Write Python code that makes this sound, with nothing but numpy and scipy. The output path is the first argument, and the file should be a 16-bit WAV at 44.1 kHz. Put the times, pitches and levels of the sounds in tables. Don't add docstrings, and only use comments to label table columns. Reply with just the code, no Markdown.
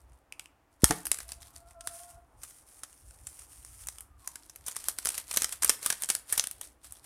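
import sys
import numpy as np
from scipy import signal
from scipy.fft import rfft, irfft
from scipy.io import wavfile
from scipy.ndimage import uniform_filter1d

SR = 44100
rng = np.random.default_rng(int(sys.argv[2]) if len(sys.argv) > 2 else 0)


def store_pcm(level_fs):
    pcm = np.round(np.clip(level_fs, -1, 1) * 32767).astype(np.int16)
    wavfile.write(sys.argv[1], SR, np.atleast_2d(pcm).T)


N = 310905
TIME = np.arange(N) / SR

# (t/s, rms level of
# first 4 ms/dB, nominal ring time/ms, facet resonance f/Hz, treble shelf level/dB)
SNAPS = [(0.8204, -45, 1.4, 1800, 1), (0.8421, -9.5, 1.6, 920, 1.5), (0.908, -21.5, 3.6, 1600, -7.5),
         (1.054, -32, 1.7, 11200, -2.5), (1.0587, -34.5, 0.96, 5400, 12), (1.0684, -28.5, 0.55, 4550, 9),
         (1.116, -17, 1, 9800, -7.5), (1.1438, -33, 1.5, 7900, -7), (1.187, -34.5, 2.2, 1780, 1),
         (1.203, -38.5, 4, 1810, -6), (1.319, -34, 3.3, 4800, -3.5), (1.429, -48.5, 2.1, 3700, -6),
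         (1.562, -43.5, 1.7, 9440, -13), (1.808, -41.5, 3.7, 9500, -12.5), (1.873, -28, 0.78, 3450, -1.5),
         (2.4333, -38.5, 7.9, 1200, 0), (2.8338, -35, 5.4, 1230, -6), (2.9284, -52.5, 0.95, 8000, -6),
         (3.1084, -52, 1.3, 1400, -4), (3.2693, -34.5, 5, 8000, -1.5), (3.391, -43.5, 5.4, 9150, -2),
         (3.6485, -42.5, 0.92, 8100, -3), (3.8707, -34.5, 2, 6170, 9), (3.886, -31.5, 1.2, 8030, -6),
         (3.984, -42, 1.8, 2800, 1), (4.0069, -39.5, 1.03, 9500, 8), (4.2751, -30, 1.7, 6600, 0),
         (4.3563, -37, 3.3, 1520, -1), (4.4968, -43.5, 3.3, 5900, -1), (4.5595, -41.5, 2.1, 11400, 4),
         (4.6632, -35, 22, 6200, 4), (4.6816, -29.5, 3.9, 3440, 6), (4.7585, -43.5, 2.9, 2780, -7),
         (4.765, -29.5, 1.2, 9800, -8.5), (4.885, -21.5, 0.61, 12200, -1), (4.9861, -28.5, 1.9, 4500, 2),
         (5.05, -29.5, 1.6, 5900, 16), (5.0563, -23.5, 0.92, 10800, -2), (5.071, -25, 0.37, 5700, 0),
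         (5.089, -23, 2, 9000, 2.5), (5.144, -37.5, 0.64, 7800, -11), (5.1786, -28, 5.8, 11900, -5),
         (5.3118, -29.5, 2.9, 2570, -4.5), (5.339, -30.5, 9.8, 1190, -5), (5.361, -28.5, 5.4, 6800, -1),
         (5.371, -17.5, 4.6, 13200, -6.5), (5.4198, -22, 3.3, 11700, -7.5), (5.4318, -31, 6.8, 1470, -4),
         (5.444, -21, 1.8, 6230, -7.5), (5.5238, -31.5, 7.6, 3220, 2), (5.6219, -26, 11, 10900, -9),
         (5.6322, -22, 4.2, 1760, 1), (5.6459, -16.5, 3.1, 1290, 6.5), (5.6946, -13.5, 3.2, 5440, -0.5),
         (5.7005, -22.5, 2.9, 12400, -10.5), (5.8609, -19.5, 3, 1240, 2), (5.9019, -20, 3.2, 1680, -4.5),
         (5.925, -27, 3.5, 1750, -10), (6.021, -28.5, 2.7, 4030, 13), (6.0353, -27, 1.5, 9000, -13),
         (6.044, -31.5, 2.3, 8600, 0), (6.0886, -28, 8.8, 1290, -1), (6.1007, -18.5, 4.4, 9300, -8),
         (6.1507, -23.5, 1.3, 4900, 5.5), (6.325, -19.5, 7.6, 1780, 6.5), (6.3771, -21.5, 6.2, 12400, -5),
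         (6.396, -18, 0.94, 6170, -9.5), (6.4393, -29, 1.8, 3250, -3), (6.471, -28.5, 1.9, 4000, 6.5),
         (6.512, -33, .9, 4330, 10.5), (6.6119, -33.5, 3.6, 3520, 4), (6.923, -38, .7, 6500, 13.5)]
# (f/Hz, level/dB)
FOIL_COLOUR = [(100, -20), (300, -18), (700, -15), (1280, -10), (2400, -11), (4200, -11.5), (5600, -5),
               (7000, -4), (9200, 3), (10400, 0), (11600, -6), (14000, -10), (16000, -24.5)]
# (f/Hz, level/dB)
RUSTLE_COLOUR = [(200, -23), (500, -14), (1250, -11), (2500, -12.5), (4300, -9.5), (6500, -11.5),
                 (9300, -1.5), (11500, -8.5), (14000, -13), (16000, -29.5)]
# (f/Hz, level/dB)
POWDER_COLOUR = [(600, -27), (1300, -17.5), (3000, -18.5), (4000, -21), (5200, -14), (7500, -11),
                 (9200, -2), (11300, -11), (14000, -17), (16000, -28)]
# (t/s, length/s, starting level/dB)
FLEXES = [(0.0, 0.024, -71.5), (0.09, 0.092, -73.5), (0.405, 0.027, -63), (0.72, .03, -74.5),
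          (0.848, 0.074, -36.5), (0.93, 0.076, -48.5), (1.12, 0.1, -51.5), (1.29, 0.033, -50),
          (1.41, 0.074, -57), (1.555, 0.025, -55), (1.68, 0.028, -61.5), (4.2, 0.23, -59.5),
          (4.44, 0.22, -63.5), (4.668, 0.046, -46.5), (4.76, 0.094, -47), (4.86, 0.017, -40.5),
          (4.98, 0.059, -50), (5.05, .15, -41.5), (5.295, 0.15, -41.5), (5.49, .05, -46),
          (5.645, 0.09, -38.5), (5.83, 0.094, -38.5), (6.01, 0.022, -42), (6.095, 0.046, -41),
          (6.295, 0.047, -39), (6.38, 0.056, -46.5), (6.49, 0.11, -61.5), (6.625, .03, -50),
          (6.845, 0.025, -49.5), (6.9, .08, -59), (7.045, .01, -50.5)]
FLEX_ATTACK_S, FLEX_SAG_DB_PER_S, FLEX_RELEASE_S = 0.012, 15, 0.027
# (t/s, length/s, starting level/dB)
SLIDES = [(1.87, 0.17, -53.5), (2.085, 0.036, -57.5), (2.17, 0.186, -82), (2.43, 0.074, -56),
          (2.53, 0.081, -60), (2.69, .11, -59), (2.85, 0.46, -62.5), (3.29, 0.15, -54.5), (3.5, 0.34, -57),
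          (3.81, 0.029, -52), (3.88, .14, -59.5)]
SLIDE_ATTACK_S, SLIDE_SAG_DB_PER_S, SLIDE_RELEASE_S = 0.024, 2.5, 0.027
# (t/s, rms level of first 4 ms/dB)
SEAM_TICKS = [(0.3235, -38), (0.3953, -36.5), (0.4577, -48)]
# (t/s, strike level/dB, contact time/ms)
KNOCKS = [(0.901, -22.5, 2.36), (0.9082, -21, 0.42), (0.9195, -37, 0.25)]
# (f/Hz, level/dB, t60/s)
DISH_MODES = [(174.5, -18.5, 0.37), (310, -2.5, 0.074), (361, -18.5, 0.15), (440, -10.5, 0.13),
              (745, -2.5, 0.041), (850, -4.5, 0.063), (1134, -22, 0.08), (1184, -6.5, 0.043),
              (1593, -24, 0.046), (1880, -13, 0.12), (2220, -18, 0.13)]
# (f/Hz, level/dB)
TABLE_COLOUR = [(50, -7), (170, 2), (330, -11.5), (550, 0), (1300, -9), (2300, -1.5), (4000, -69)]
# (t/s, f/Hz, level/dB)
CALL_PATH = [(1.2, 678, -73), (1.45, 683, -65), (1.65, 685, -64), (1.82, 691, -55), (1.98, 696, -56),
             (2.05, 699, -61), (2.13, 706, -57), (2.24, 706, -77)]
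# (multiple of its pitch, level/dB)
CALL_PARTIALS = [(1, 1.5), (1.55, -14), (2, -8.5)]
# (t/s, f/Hz, level/dB)
FAR_TONE_PATH = [(3.7, 1330, -73), (4.05, 1324, -83), (4.23, 1157, -69.5), (4.3, 964, -69.5),
                 (4.55, 916, -80)]
# (f/Hz, level/dB)
WASH_COLOUR = [(40, 1.5), (130, -2), (200, -12), (290, 0), (400, -8.5), (800, -4), (1300, -9),
               (2200, -17.5), (4000, -27), (9000, -28), (16000, -32)]
# (f/Hz, level/dB)
RUMBLE_COLOUR = [(22, -18), (40, -3), (58, 8), (85, -3.5), (130, -11), (300, -37), (900, -55.5)]
# (t/s, length/s, starting level/dB)
RUMBLE_SPELLS = [(0.0, 0.061, -58), (1.1, 1.33, -64.5), (3.05, 1.08, -61.5), (4.62, 2.3, -66.5)]
RUMBLE_ATTACK_S, RUMBLE_SAG_DB_PER_S, RUMBLE_RELEASE_S, RUMBLE_REST_DB = 0.05, 1.5, 0.065, -72.5

BODY_DB, BODY_PER_BRIGHT = 0.5, 0.45
LEAD_S = 0.007
TOP_HZ = 16000


def amp(db):
    return 10 ** (np.asarray(db) / 20)


def unit(x):
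    return x / np.sqrt(np.mean(x ** 2) + 1e-20)


def add(out, s, sound):
    start = int(s * SR)
    out[start:start + len(sound)] += sound[:N - start]


def gain_curve(rows):
    return amp(np.interp(TIME, *np.transpose(rows), left=-140, right=-140))


def walk(rate):
    hold = int(SR / rate)
    steps = np.repeat(rng.standard_normal(N // hold + 1), hold)[:N]
    return unit(uniform_filter1d(uniform_filter1d(steps, hold), hold))


def response(points, extra_db=0, size=1024):
    hz, db = np.transpose(points)
    bins = np.maximum(np.fft.rfftfreq(size, 1 / SR), 1)
    colour_db = np.interp(np.log(bins), np.log(hz), db) + extra_db
    cepstrum = irfft(np.log(amp(colour_db)))
    cepstrum[1:size // 2] *= 2
    cepstrum[size // 2 + 1:] = 0
    return irfft(np.exp(rfft(cepstrum)))


def convolve(x, impulse):
    return signal.fftconvolve(x, impulse)[:len(x)]


def grains(per_second, spread_db, cap_db):
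    size_db = np.minimum(spread_db * rng.exponential(size=N), cap_db)
    happens = rng.random(N) < per_second / SR
    return happens * rng.choice([-1, 1], N) * amp(size_db)


def strokes(rows, attack_s, sag_db_per_s, release_s):
    power = np.zeros(N)
    for s, length, db in rows:
        early = np.maximum(s - TIME, 0)
        late = np.maximum(TIME - s - length, 0)
        held = amp(db - sag_db_per_s * np.clip(TIME - s, 0, length))
        edges = np.exp(-2 * np.minimum(early / attack_s + late / release_s, 20))
        power += held ** 2 * edges
    return np.sqrt(power)


def snap(ring_ms, facet_hz, body_db, bright_db, facet_db=7.0,
         trail_db=-25, trail_s=0.01, rise_s=0.00032, size=2048):
    t = np.arange(size) / SR
    hz = np.fft.rfftfreq(size, 1 / SR) + 1
    ring_s = max(ring_ms, .3) / 1000
    noise = rng.standard_normal(size)
    low = signal.sosfilt(signal.butter(2, 4500, fs=SR, output="sos"), noise)
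    high = noise - low
    rattle = high * np.exp(-t / (.75 * ring_s)) + low * np.exp(-t / (1.15 * ring_s))
    trail = amp(trail_db) * noise * np.exp(-t / trail_s)
    burst = (rattle + trail) * (1 - np.exp(-t / rise_s))
    facet = facet_db * np.exp(-(np.log2(hz / facet_hz) / .28) ** 2)
    body_shelf = body_db / (1 + (hz / 3000) ** 6)
    treble_shelf = bright_db / (1 + (7500 / hz) ** 8)
    sound = convolve(burst, response(FOIL_COLOUR, facet + body_shelf + treble_shelf, size=size))
    return sound / np.sqrt(np.mean(sound[:SR // 250] ** 2))


def creases(lead_db=-32.5, size=1764):
    out = np.zeros(N)
    swell = np.exp((np.arange(size) - size) / SR / LEAD_S)
    for s, db, ring_ms, facet_hz, bright_db in SNAPS:
        lead_noise = unit(convolve(rng.standard_normal(size) ** 3, response(RUSTLE_COLOUR)))
        add(out, s - size / SR, amp(db + lead_db) * swell * lead_noise)
        body_db = BODY_DB + BODY_PER_BRIGHT * bright_db
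        add(out, s, amp(db) * snap(ring_ms, facet_hz, body_db, bright_db))
    return out


def crackle(drive, level_db=0.0, spread_db=4.0, count=640):
    out = np.zeros(N)
    places = rng.integers(0, N, count)
    for place, (size, pitch, body, bright) in zip(places, rng.standard_normal((count, 4))):
        tick = snap(1.1, 5500 * 2 ** (.8 * pitch), 3 * body, 3 * bright)
        add(out, place / SR, drive[place] * amp(level_db + spread_db * min(size, 2)) * tick)
    return out


def rustle(flex, level_db=-2.5):
    ticks = grains(7000, spread_db=4, cap_db=20) * amp(1.5 * walk(80))
    return unit(convolve(ticks, response(RUSTLE_COLOUR))) * flex * amp(level_db)


def powder(flow, level_db=1.0):
    ticks = grains(11000, spread_db=3.6, cap_db=19) * amp(1.5 * walk(60))
    return unit(convolve(ticks, response(POWDER_COLOUR))) * flow * amp(level_db)


def seam(ring_hz=2700, body_db=0.0):
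    out = np.zeros(N)
    for s, db in SEAM_TICKS:
        add(out, s, amp(db) * snap(1.3, ring_hz, body_db, -7, facet_db=13))
    return out


def bump(s=0.8352, level_db=-7.0, push_s=0.0026, bass_cut_hz=56, drain_hz=50, size=8192):
    t = np.arange(size) / SR
    push = -np.sin(np.pi * np.minimum(t / push_s, 1)) ** 2
    w = 2 * np.pi * bass_cut_hz
    swing = signal.lfilter(*signal.bilinear([1, 0, 0], [1, w / 2, w * w], SR), push)
    drain = signal.butter(1, drain_hz, "high", fs=SR, output="sos")
    out = np.zeros(N)
    add(out, s, amp(level_db) * signal.sosfilt(drain, swing))
    return out


def dish(thud_db=-9.0, thud_t60=0.14, crack_db=1.0, crack_s=0.0073, crack_hz=1750, size=22050):
    t = np.arange(size) / SR
    ring = sum(amp(db - 60 * t / t60) * np.sin(2 * np.pi * hz * t) for hz, db, t60 in DISH_MODES)
    table_noise = unit(convolve(rng.standard_normal(size), response(TABLE_COLOUR)))
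    thud = table_noise * amp(thud_db - 60 * t / thud_t60)
    octave = [crack_hz / np.sqrt(2), crack_hz * np.sqrt(2)]
    band = signal.butter(2, octave, "band", fs=SR, output="sos")
    crack = unit(signal.sosfilt(band, rng.standard_normal(size))) * amp(crack_db) * np.exp(-t / crack_s)
    out = np.zeros(N)
    for s, db, contact_ms in KNOCKS:
        push = np.sin(np.pi * np.minimum(1000 * t / contact_ms, 1))
        add(out, s, amp(db) * convolve(ring + thud + crack, push / push.sum()))
    return out


def tail(t60_low, t60_high, wall_s=.012, wall_gain=2.0, size=44100):
    t = np.arange(size) / SR
    noise = rng.standard_normal(size)
    low = signal.sosfilt(signal.butter(2, 3000, fs=SR, output="sos"), noise)
    decay = low * amp(-60 * t / t60_low) + (noise - low) * amp(-60 * t / t60_high)
    cluster = 1 + wall_gain * np.exp(-np.abs(t - wall_s) / 0.0023)
    arrival = np.where(t < wall_s, .6 * t / wall_s, cluster)
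    return unit(decay * arrival) / np.sqrt(size)


def far_call(rows, partials, level_db=-1.0):
    s, hz, db = np.transpose(rows)
    flutter = 1 + .016 * walk(110) + .006 * walk(18)
    pitch = np.interp(TIME, s, hz) * flutter
    phase = 2 * np.pi * np.cumsum(pitch) / SR
    tone = sum(amp(part_db + 3.5 * walk(30)) * np.sin(k * phase) for k, part_db in partials)
    call = unit(tone) * gain_curve(np.c_[s, db])
    return amp(level_db) * (call + convolve(call, tail(.3, .25)))


def room_tone(wash_db=-67.5):
    wash = unit(convolve(rng.standard_normal(N), response(WASH_COLOUR, size=8192)))
    rumble = unit(convolve(rng.standard_normal(N), response(RUMBLE_COLOUR, size=8192)))
    for hz in (180, 360, 720):
        band = signal.sosfiltfilt(signal.butter(2, [hz, 2 * hz], "band", fs=SR, output="sos"), wash)
        wash = wash + band * (amp(1.7 * walk(10)) - 1)
    bumps_db = 3 * walk(22)
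    spells = strokes(RUMBLE_SPELLS, RUMBLE_ATTACK_S, RUMBLE_SAG_DB_PER_S, RUMBLE_RELEASE_S)
    rumble_gain = (amp(RUMBLE_REST_DB) + spells) * amp(bumps_db)
    return wash * amp(wash_db) + rumble * rumble_gain


def scene(wet_db=-14.5, pour_drive_db=-3.5):
    flex = strokes(FLEXES, FLEX_ATTACK_S, FLEX_SAG_DB_PER_S, FLEX_RELEASE_S)
    flow = strokes(SLIDES, SLIDE_ATTACK_S, SLIDE_SAG_DB_PER_S, SLIDE_RELEASE_S)
    drive = flex + amp(pour_drive_db) * flow
    near = creases() + crackle(drive) + rustle(flex) + powder(flow) + seam() + dish()
    kitchen = amp(wet_db) * convolve(near, tail(t60_low=0.48, t60_high=0.3))
    outside = far_call(CALL_PATH, CALL_PARTIALS) + far_call(FAR_TONE_PATH, [(0.98, 0)], level_db=0.0)
    return (near + kitchen + bump() + outside + room_tone())[None]


def record(dry):
    x = signal.sosfilt(signal.butter(2, 22, "high", fs=SR, output="sos"), dry)
    clipped = np.clip(x, -1, 1)
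    return signal.sosfilt(signal.ellip(8, .2, 70, TOP_HZ, fs=SR, output="sos"), clipped)


dry = scene()
out = record(dry)
store_pcm(out)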